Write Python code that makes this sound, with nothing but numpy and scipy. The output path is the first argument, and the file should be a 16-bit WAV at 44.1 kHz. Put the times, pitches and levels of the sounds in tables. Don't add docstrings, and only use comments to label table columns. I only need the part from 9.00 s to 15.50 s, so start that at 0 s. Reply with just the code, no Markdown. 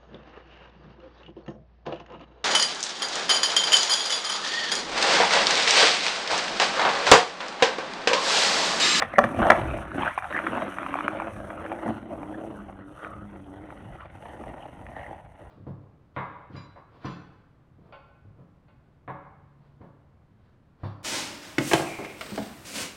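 import sys
import numpy as np
from scipy import signal
from scipy.fft import rfft, irfft
from scipy.io import wavfile
from scipy.ndimage import uniform_filter1d

SR = 44100
rng = np.random.default_rng(int(sys.argv[2]) if len(sys.argv) > 2 else 0)


def unload_audio(sound):
    columns = np.transpose(np.atleast_2d(sound))
    steps = np.round(np.clip(columns, -1, 1) * 32767)
    wavfile.write(sys.argv[1], SR, steps.astype(np.int16))


N = 286650
TIME = np.arange(N) / SR
HZ = np.fft.rfftfreq(N, 1 / SR)

# (per Hz, relative)
NEAR_CONCRETE = [(300, -5.5), (420, -15), (530, 5.5), (660, 5.5), (880, 0), (1100, -4), (1450, -5),
                 (1950, -13.5), (2400, -17), (3000, -21), (3800, -32.5), (4700, -51.5)]
# (per Hz, relative)
SAND_TONE = [(3000, -3.5), (4000, -10), (4900, -17), (5900, -3), (6400, -5.5), (7200, -12.5), (8800, -1),
             (9800, -1), (11500, -11), (14000, -17.5)]


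def amp(db):
    return 10 ** (np.asarray(db) / 20)


def unit(x):
    return x / np.sqrt(np.mean(x ** 2) + 1e-20)


def curves(rows):
    s, *columns = np.transpose(rows)
    return [np.interp(TIME, s, c) for c in columns]


def shape(points):
    hz, db = np.transpose(points)
    octave, knots = np.log2(HZ + 1), np.log2(hz)
    beyond = abs(octave - np.clip(octave, knots.min(), knots.max()))
    return amp(np.interp(octave, knots, db) - 30 * beyond)


def colour(x, gain):
    log_gain = np.log(np.maximum(gain / gain.max(), 1e-5))
    cepstrum = irfft(log_gain, N) * (1 + np.sign(N / 2 - np.arange(N)))
    cepstrum[0] /= 2
    return irfft(rfft(x) * np.exp(rfft(cepstrum)), N)


def wander(rate_hz):
    lowpass = np.exp(-(HZ / rate_hz) ** 2)
    return unit(irfft(rfft(rng.standard_normal(N)) * lowpass, N))


def add(mix, s, sound):
    part = mix[max(round(s * SR), 0):][:len(sound)]
    part += sound[:len(part)]


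def swell(s, rise_s, fall_s):
    width = np.where(TIME < s, rise_s, fall_s)
    return np.exp(-np.minimum(abs(TIME - s) / width, 6) ** 2)


def ramp(s, length_s):
    return np.clip((TIME - s) / length_s + .5, 0, 1)


def wind():
    # peak_s, half_length_s, level_db (over the breeze)
    gust_rows = [(0.22, 0.039, 13), (0.419, 0.06, 21), (0.702, 0.17, 18.5), (1.043, 0.073, 6.5),
                 (1.8, 0.33, -5.5), (2.426, .06, 10), (3.218, 0.089, 4), (3.596, 0.15, 0),
                 (3.935, 0.19, -4), (4.177, 0.066, 9), (4.914, .07, 7), (5.485, 0.035, 6),
                 (6.373, 0.027, -7)]
    # (per Hz, relative)
    buffet_tone = [(15, -68), (30, -14), (55, -1), (85, 0.5), (120, -3), (180, -8), (400, -34)]
    breeze_db, sway_db, sway_hz = -50, 1.4, 8
    lumps = amp(0.92 * wander(24)) * rng.standard_normal(N)
    gusts_db = sum(db * swell(s, half, half) for s, half, db in gust_rows)
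    level_db = breeze_db + sway_db * wander(sway_hz) + gusts_db
    return amp(level_db) * unit(colour(lumps, shape(buffet_tone)))


def wheel_levels():
    # start_s, roar_db, boom_db (deck), rattle_db (trucks), hiss_db (sand), hum_db (grooves)
    slab_rows = [(0.0, -44, -54, -42, -73, -60), (0.18, -38.5, -32.5, -39.5, -61, -50),
                 (1.0, -33.5, -37, -31, -59, -46), (2.25, -33, -37, -36.5, -58, -43.5),
                 (3.0, -33.5, -31, -38, -58.5, -36.5), (3.6, -38.5, -39.5, -40.5, -61.5, -41),
                 (4.65, -37, -38, -37.5, -58, -41.5), (5.2, -32, -35, -37, -55.5, -50),
                 (6.17, -35, -39.5, -39.5, -58.5, -46)]
    # peak_s, rise_s, fall_s, roar_rise_db, boom_rise_db
    press_rows = [(0.242, 0.015, 0.016, 19, 14), (0.41, 0.033, 0.072, 10, 5.5),
                  (0.51, 0.08, 0.13, 15.5, 2.5), (0.76, 0.11, 0.073, 1.5, 2),
                  (0.991, 0.063, 0.053, 1.5, 6.5), (1.35, .03, 0.071, 0.5, 8), (1.49, .04, 0.26, 4, 5),
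                  (2.17, 0.14, 0.17, 2, 4.5), (2.72, 0.023, 0.037, 1, 8.5),
                  (2.891, 0.049, 0.062, 12.5, 19.5), (4.19, 0.043, 0.13, -0.5, 4),
                  (5.25, 0.046, 0.056, 4, -0.5), (5.47, 0.028, 0.085, 5, 3.5), (6.0, 0.041, 0.11, 5.5, -2),
                  (6.13, 0.054, 0.026, 4, 6.5)]
    # start_s, end_s, roar_drop_db, boom_drop_db, hiss_drop_db
    lift_rows = [(0.819, 0.935, 6, 7.5, 8.5), (1.087, 1.224, 12.5, 17, 4.5), (1.192, 1.32, 9, 19, 2.5),
                 (1.7, 1.775, 10, 6.5, -2.5), (2.996, 3.091, 6, 4, 9), (3.73, 3.86, 1, 0, 6),
                 (3.934, 4.03, 3, 12.5, -2), (4.994, 5.12, 3.5, 6.5, 9), (5.72, 5.896, 3, 2.5, 1),
                 (6.203, 6.366, 4.5, 5, 3)]
    # peak_s, half_length_s, rattle_rise_db
    skid_rows = [(0.01, 0.048, 15.5), (1.072, 0.078, 4), (1.39, 0.13, 1), (4.034, .07, 8.5),
                 (5.01, 0.028, 6), (6.005, 0.06, 5)]
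    near_m, leaves_s, away_m_per_s = 1.88, 0.91, 1.343
    highs_fade = 1.34
    slab_change_s = 0.13
    unweight_s = 0.038

    starts, *levels = np.transpose(slab_rows)
    slab = np.searchsorted(starts[1:], TIME)
    smoothed = (uniform_filter1d(db[slab], round(slab_change_s * SR)) for db in levels)
    roar, boom, rattle, hiss, hum = smoothed
    far = 20 * np.log10(1 + away_m_per_s * np.maximum(TIME - leaves_s, 0) / near_m)
    press, thump = sum(np.outer(dbs, swell(s, rise, fall)) for s, rise, fall, *dbs in press_rows)
    lift, boom_lift, hiss_lift = sum(np.outer(dbs, ramp(s, unweight_s) - ramp(end, unweight_s))
                                     for s, end, *dbs in lift_rows)
    skid = sum(db * swell(s, half, half) for s, half, db in skid_rows)
    return (roar - 2 - far + press - lift + 0.44 * skid,
            boom - 3 - far + thump - boom_lift,
            rattle - 3 - highs_fade * far + 0.74 * press - 0.58 * lift + skid,
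            hiss - highs_fade * far + 0.33 * press - hiss_lift + 0.53 * skid,
            hum - far + thump - boom_lift)


def weaving():
    # time_s, groove_rate_hz (before the weave)
    speed_rows = [(1.35, 105), (1.85, 94), (2.35, 107), (2.8, 108), (3.2, 103), (5.0, 98.5)]
    swing_s, square_s, depth, lean_peak_db = .645, 2.18, .04, 4.5
    swing = 2 * np.pi * (TIME - square_s) / swing_s
    groove_hz = curves(speed_rows)[0] * (1 + depth * np.cos(swing))
    return groove_hz, lean_peak_db * np.sin(swing)


def contact(bumps, per_s, spread_db, smooth):
    size = amp(spread_db * np.minimum(rng.exponential(1, N), 3))
    grains = size * rng.choice([-1, 1], N) * (rng.random(N) < per_s / SR)
    return unit((unit(grains) + smooth * rng.standard_normal(N)) * bumps)


def shifting(x, patch_db):
    z = signal.stft(x, nperseg=512, noverlap=384)[2]
    field = rng.standard_normal(z.shape)
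    for _ in range(2):
        across_pitch = uniform_filter1d(field, size=3, axis=0)
        field = uniform_filter1d(across_pitch, size=16, axis=1)
    patches = amp(patch_db * unit(field))
    return signal.istft(z * patches, nperseg=512, noverlap=384)[1][:N]


def rolling():
    # (per Hz, relative)
    middle_tone = [(400, -10), (550, 1), (720, -0.5), (950, -6.5), (1150, -9), (1450, -7), (1720, -16),
                   (1950, -14), (2400, -26), (3000, -22), (4700, -49.5)]
    far_tone = [(300, -80), (420, -7.5), (550, 2.5), (820, 3), (1100, -5), (1400, -1), (1620, -4.5),
                (1900, 1), (2400, -11.5), (2950, -8.5), (3800, -24.5), (4700, -34)]
    # (per Hz, relative)
    boom_tone = [(90, -7.5), (150, -9.5), (215, -2.5), (260, -2), (320, 1), (400, -7), (520, -27.5)]
    roar_db, boom_db, rattle_db, hiss_db, hum_db = wheel_levels()
    groove_hz, lean_db = weaving()
    phase = 2 * np.pi * np.cumsum(groove_hz * (1 + .02 * wander(30))) / SR
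    wheel_turn = np.cos(phase / 5.7)
    bumps = amp(2.36 * np.cos(phase) + 0.22 * wheel_turn + 2.7 * wander(68))
    coarse = shifting(contact(bumps, per_s=2200, spread_db=3, smooth=0.62), patch_db=3)
    fine = shifting(contact(bumps, per_s=1800, spread_db=1, smooth=0.94), patch_db=2)

    past_near = np.clip((TIME - 2.55) / .3, 0, 1)
    past_middle = np.clip((TIME - 4.6) / .5, 0, 1)
    stretches = ((1 - past_near, coarse, NEAR_CONCRETE),
                 (past_near - past_middle, coarse, middle_tone),
                 (past_middle, fine, far_tone))
    low = 1 / (1 + (HZ / 1050) ** 12)
    out = np.zeros(N)
    for share, force, tone in stretches:
        spectrum = rfft(colour(force, shape(tone)))
        roar = amp(roar_db) * unit(irfft(spectrum * low, N))
        rattle = amp(rattle_db) * unit(irfft(spectrum * (1 - low), N))
        out += np.sqrt(abs(share)) * (roar + rattle)
    boom = amp(boom_db) * unit(colour(fine, shape(boom_tone)))

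    multiples_db = [hum_db - 9 + lean_db, hum_db - 0.5 + lean_db,
                    hum_db + 3.5 - lean_db, hum_db - 8.5 - lean_db, hum_db - 15.5 - lean_db]
    hum = sum(amp(db) * np.sin((k + 1) * phase) for k, db in enumerate(multiples_db))
    flutter = amp(2 * wander(28))
    on_grooves = np.interp(TIME, [1.3, 1.5, 4.8, 5.0], [0, 1, 1, 0])

    sand_load = amp(1.2 * np.cos(phase) + 2.07 * wander(40))
    sand = shifting(contact(sand_load, per_s=5100, spread_db=6.0, smooth=0.66), patch_db=0.7)
    hiss = amp(hiss_db) * unit(colour(sand, shape(SAND_TONE)))
    return out + boom + on_grooves * flutter * hum + hiss


def deck(t, tilt_db):
    # pitch_hz (before detuning), level_db (before the tilt), t60_s
    mode_rows = [(127, -27.5, .12), (229.7, -14, 0.15), (326, -20, 0.061), (533, -11.5, 0.063),
                 (573, -3.5, 0.06), (633, -1.5, 0.03), (692, -3.5, 0.045), (766, 3.5, 0.018),
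                 (1029, -7.5, 0.055), (1163, -1, 0.028), (1345, -2, 0.023), (1736, 0.5, 0.016),
                 (1918, -4.5, 0.023), (2278, -15.5, 0.033), (2820, -19.5, 0.015), (3500, -29, 0.026)]
    hz, db, t60 = np.transpose(mode_rows)[:, :, None]
    gains = amp(db + tilt_db * np.log2(hz / 900))
    tuned = hz * (1 + 0.03 * rng.standard_normal(hz.shape))
    sides = np.where(hz < 750, 1, (-1) ** np.arange(len(hz))[:, None])
    modes = sides * gains * amp(-60 * t / t60) * np.sin(2 * np.pi * tuned * t)
    attack = 1 - np.exp(-t / .0006)
    return modes.sum(0) * attack / np.linalg.norm(gains)


def slams():
    # time_s, strength_db, tilt_db_per_octave (of the ring)
    slam_rows = [(0.0219, -5, 7), (0.0282, -14.5, -2.5), (0.137, -19, -3.5), (0.183, 2.5, -0.5),
                 (0.1881, 3.5, 2), (0.2391, -6.5, 7), (0.245, -9.5, -7.5), (0.39, -10.5, -9),
                 (0.467, -8, 0), (0.501, 4, 4.5), (0.504, 4.5, 0), (0.518, -3.5, 7.5)]
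    # (per Hz, relative)
    burst_tone = [(1500, 7.5), (3000, 0.5), (4300, -6), (5200, -6), (6200, -2), (7400, -17.5), (9000, -7),
                  (14000, -29)]
    out, crush, burst = np.zeros(N), np.zeros(N), np.zeros(N)
    t = np.arange(SR // 7) / SR
    for s, db, tilt_db in slam_rows:
        add(out, s, 0.82 * amp(db) * deck(t, tilt_db))
        add(crush, s, amp(db - 60 * t / .03))
        add(burst, s, amp(0.89 * db - 18.5 - 60 * t / 0.02))
    grit = rng.standard_normal(N)
    crunch = colour(crush * grit, shape(NEAR_CONCRETE)) / 2
    return out + crunch + colour(burst * grit, shape(burst_tone))


def squeaks():
    # start_s, length_s, start_hz, end_hz (both before the waver), level_db (before the grip)
    squeak_rows = [(0.123, 0.06, 2040, 1900, -32), (0.173, 0.034, 630, 640, -22),
                   (1.011, 0.029, 3040, 3460, -41), (1.051, 0.041, 1430, 1633, -25.5),
                   (1.11, 0.093, 2350, 2500, -55), (1.215, 0.072, 730, 760, -42),
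                   (1.325, 0.075, 1715, 2034, -34), (3.335, 0.02, 1710, 1780, -48.5),
                   (3.943, 0.33, 1198, 1290, -46.5), (4.97, 0.077, 1358, 1196, -46.5),
                   (5.589, 0.058, 3050, 2860, -57), (5.922, 0.17, 1900, 1916, -50)]
    out, waver, grip = np.zeros(N), wander(215), amp(6.5 * wander(130))
    for s, length, start_hz, end_hz, db in squeak_rows:
        span = np.flatnonzero((TIME >= s) & (TIME < s + length))
        hz = np.linspace(start_hz, end_hz, len(span)) * (1 + .07 * waver[span])
        glide = np.sin(2 * np.pi * np.cumsum(hz) / SR)
        fade = signal.windows.tukey(len(span), .5)
        add(out, s, amp(db) * grip[span] * fade * glide)
    return out


def knocks():
    # (deck over snap, before a 7.5 dB cut)
    knock_rows = [(0.346, -23, 640, -10), (0.7852, -27, 833, 8), (1.0327, -14.5, 890, -14),
                  (1.061, -23, 1430, -18), (1.177, -13.5, 885, -7), (1.1799, -15, 960, -4),
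                  (1.187, -17.5, 1640, 2), (1.2232, -23.5, 1230, 3), (1.2431, -20, 1480, 1),
                  (1.326, -19, 1600, -6), (1.3648, -14.5, 1590, -18), (1.3897, -14.5, 1340, -13),
                  (1.466, -22, 1600, 15.5), (1.4704, -14, 1310, -12), (1.6198, -20, 1090, -14),
                  (1.7848, -17.5, 1220, 2.5), (1.8305, -21, 1180, -3), (1.8634, -19, 1160, -10),
                  (1.9409, -13.5, 1120, -24), (1.9546, -18.5, 734, -17.5), (1.9878, -16.5, 1100, -1),
                  (2.007, -18, 1200, 0), (2.0803, -9, 1310, -28), (2.2, -18, 1080, -3),
                  (2.22, -20, 760, -8), (2.5025, -26, 1540, 8.5), (2.6623, -26, 1540, 2),
                  (2.7172, -22.5, 780, 6), (2.7263, -24.5, 739, -12), (2.8787, -25, 915, 8.5),
                  (3.2306, -27, 750, 5), (4.0468, -23, 1400, -17), (4.7038, -32.5, 1300, -8),
                  (5.0072, -33, 1180, 0), (5.056, -34, 730, 3), (5.2556, -32.5, 920, 5),
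                  (5.4374, -30, 810, 3), (5.8661, -31.5, 1840, -1)]
    out, spit, t = np.zeros(N), np.zeros(N), np.arange(SR // 12) / SR
    ping = amp(-2.0 - 60 * t / 0.0084) * np.sin(2 * np.pi * 2350 * t)
    tick = ping * (1 - np.exp(-t / 0.00059)) ** 2
    for s, db, hz, ring_db in knock_rows:
        age = t * hz / .6
        snap = (age / 2) ** 2 * np.exp(2 - age) * np.sin(2 * np.pi * hz * t)
        ring = deck(t, tilt_db=4 + 6 * np.log2(hz / 900))
        add(out, s, amp(db) * (snap + tick + amp(ring_db - 7.5) * ring))
        add(spit, s, amp(db - 33.5 - 60 * t / 0.045))
    return out + colour(spit * rng.standard_normal(N), shape(SAND_TONE))


def roadside(x, wet_db, t60):
    t = np.arange(SR // 2) / SR
    echoes = rng.standard_normal(len(t)) * (rng.random(len(t)) < 2000 / SR)
    taps = echoes * amp(-60 * t / t60) * (t > .008)
    return x + amp(wet_db) * signal.fftconvolve(x, taps / np.linalg.norm(taps))[:N]


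def scene():
    board = rolling() + slams() + knocks() + squeaks()
    bass_cut = signal.butter(2, 70, "highpass", fs=SR, output="sos")
    board = signal.sosfilt(bass_cut, board)
    return (roadside(board, wet_db=-13, t60=0.35) + wind())[None]


def record(dry):
    clipped = np.clip(dry, -1, 1)
    edge_hz = 14300
    lowpass = signal.firwin(511, edge_hz, window=("kaiser", 9), fs=SR)
    return signal.oaconvolve(clipped, lowpass[None], "same")


dry = scene()
out = record(dry)
unload_audio(out)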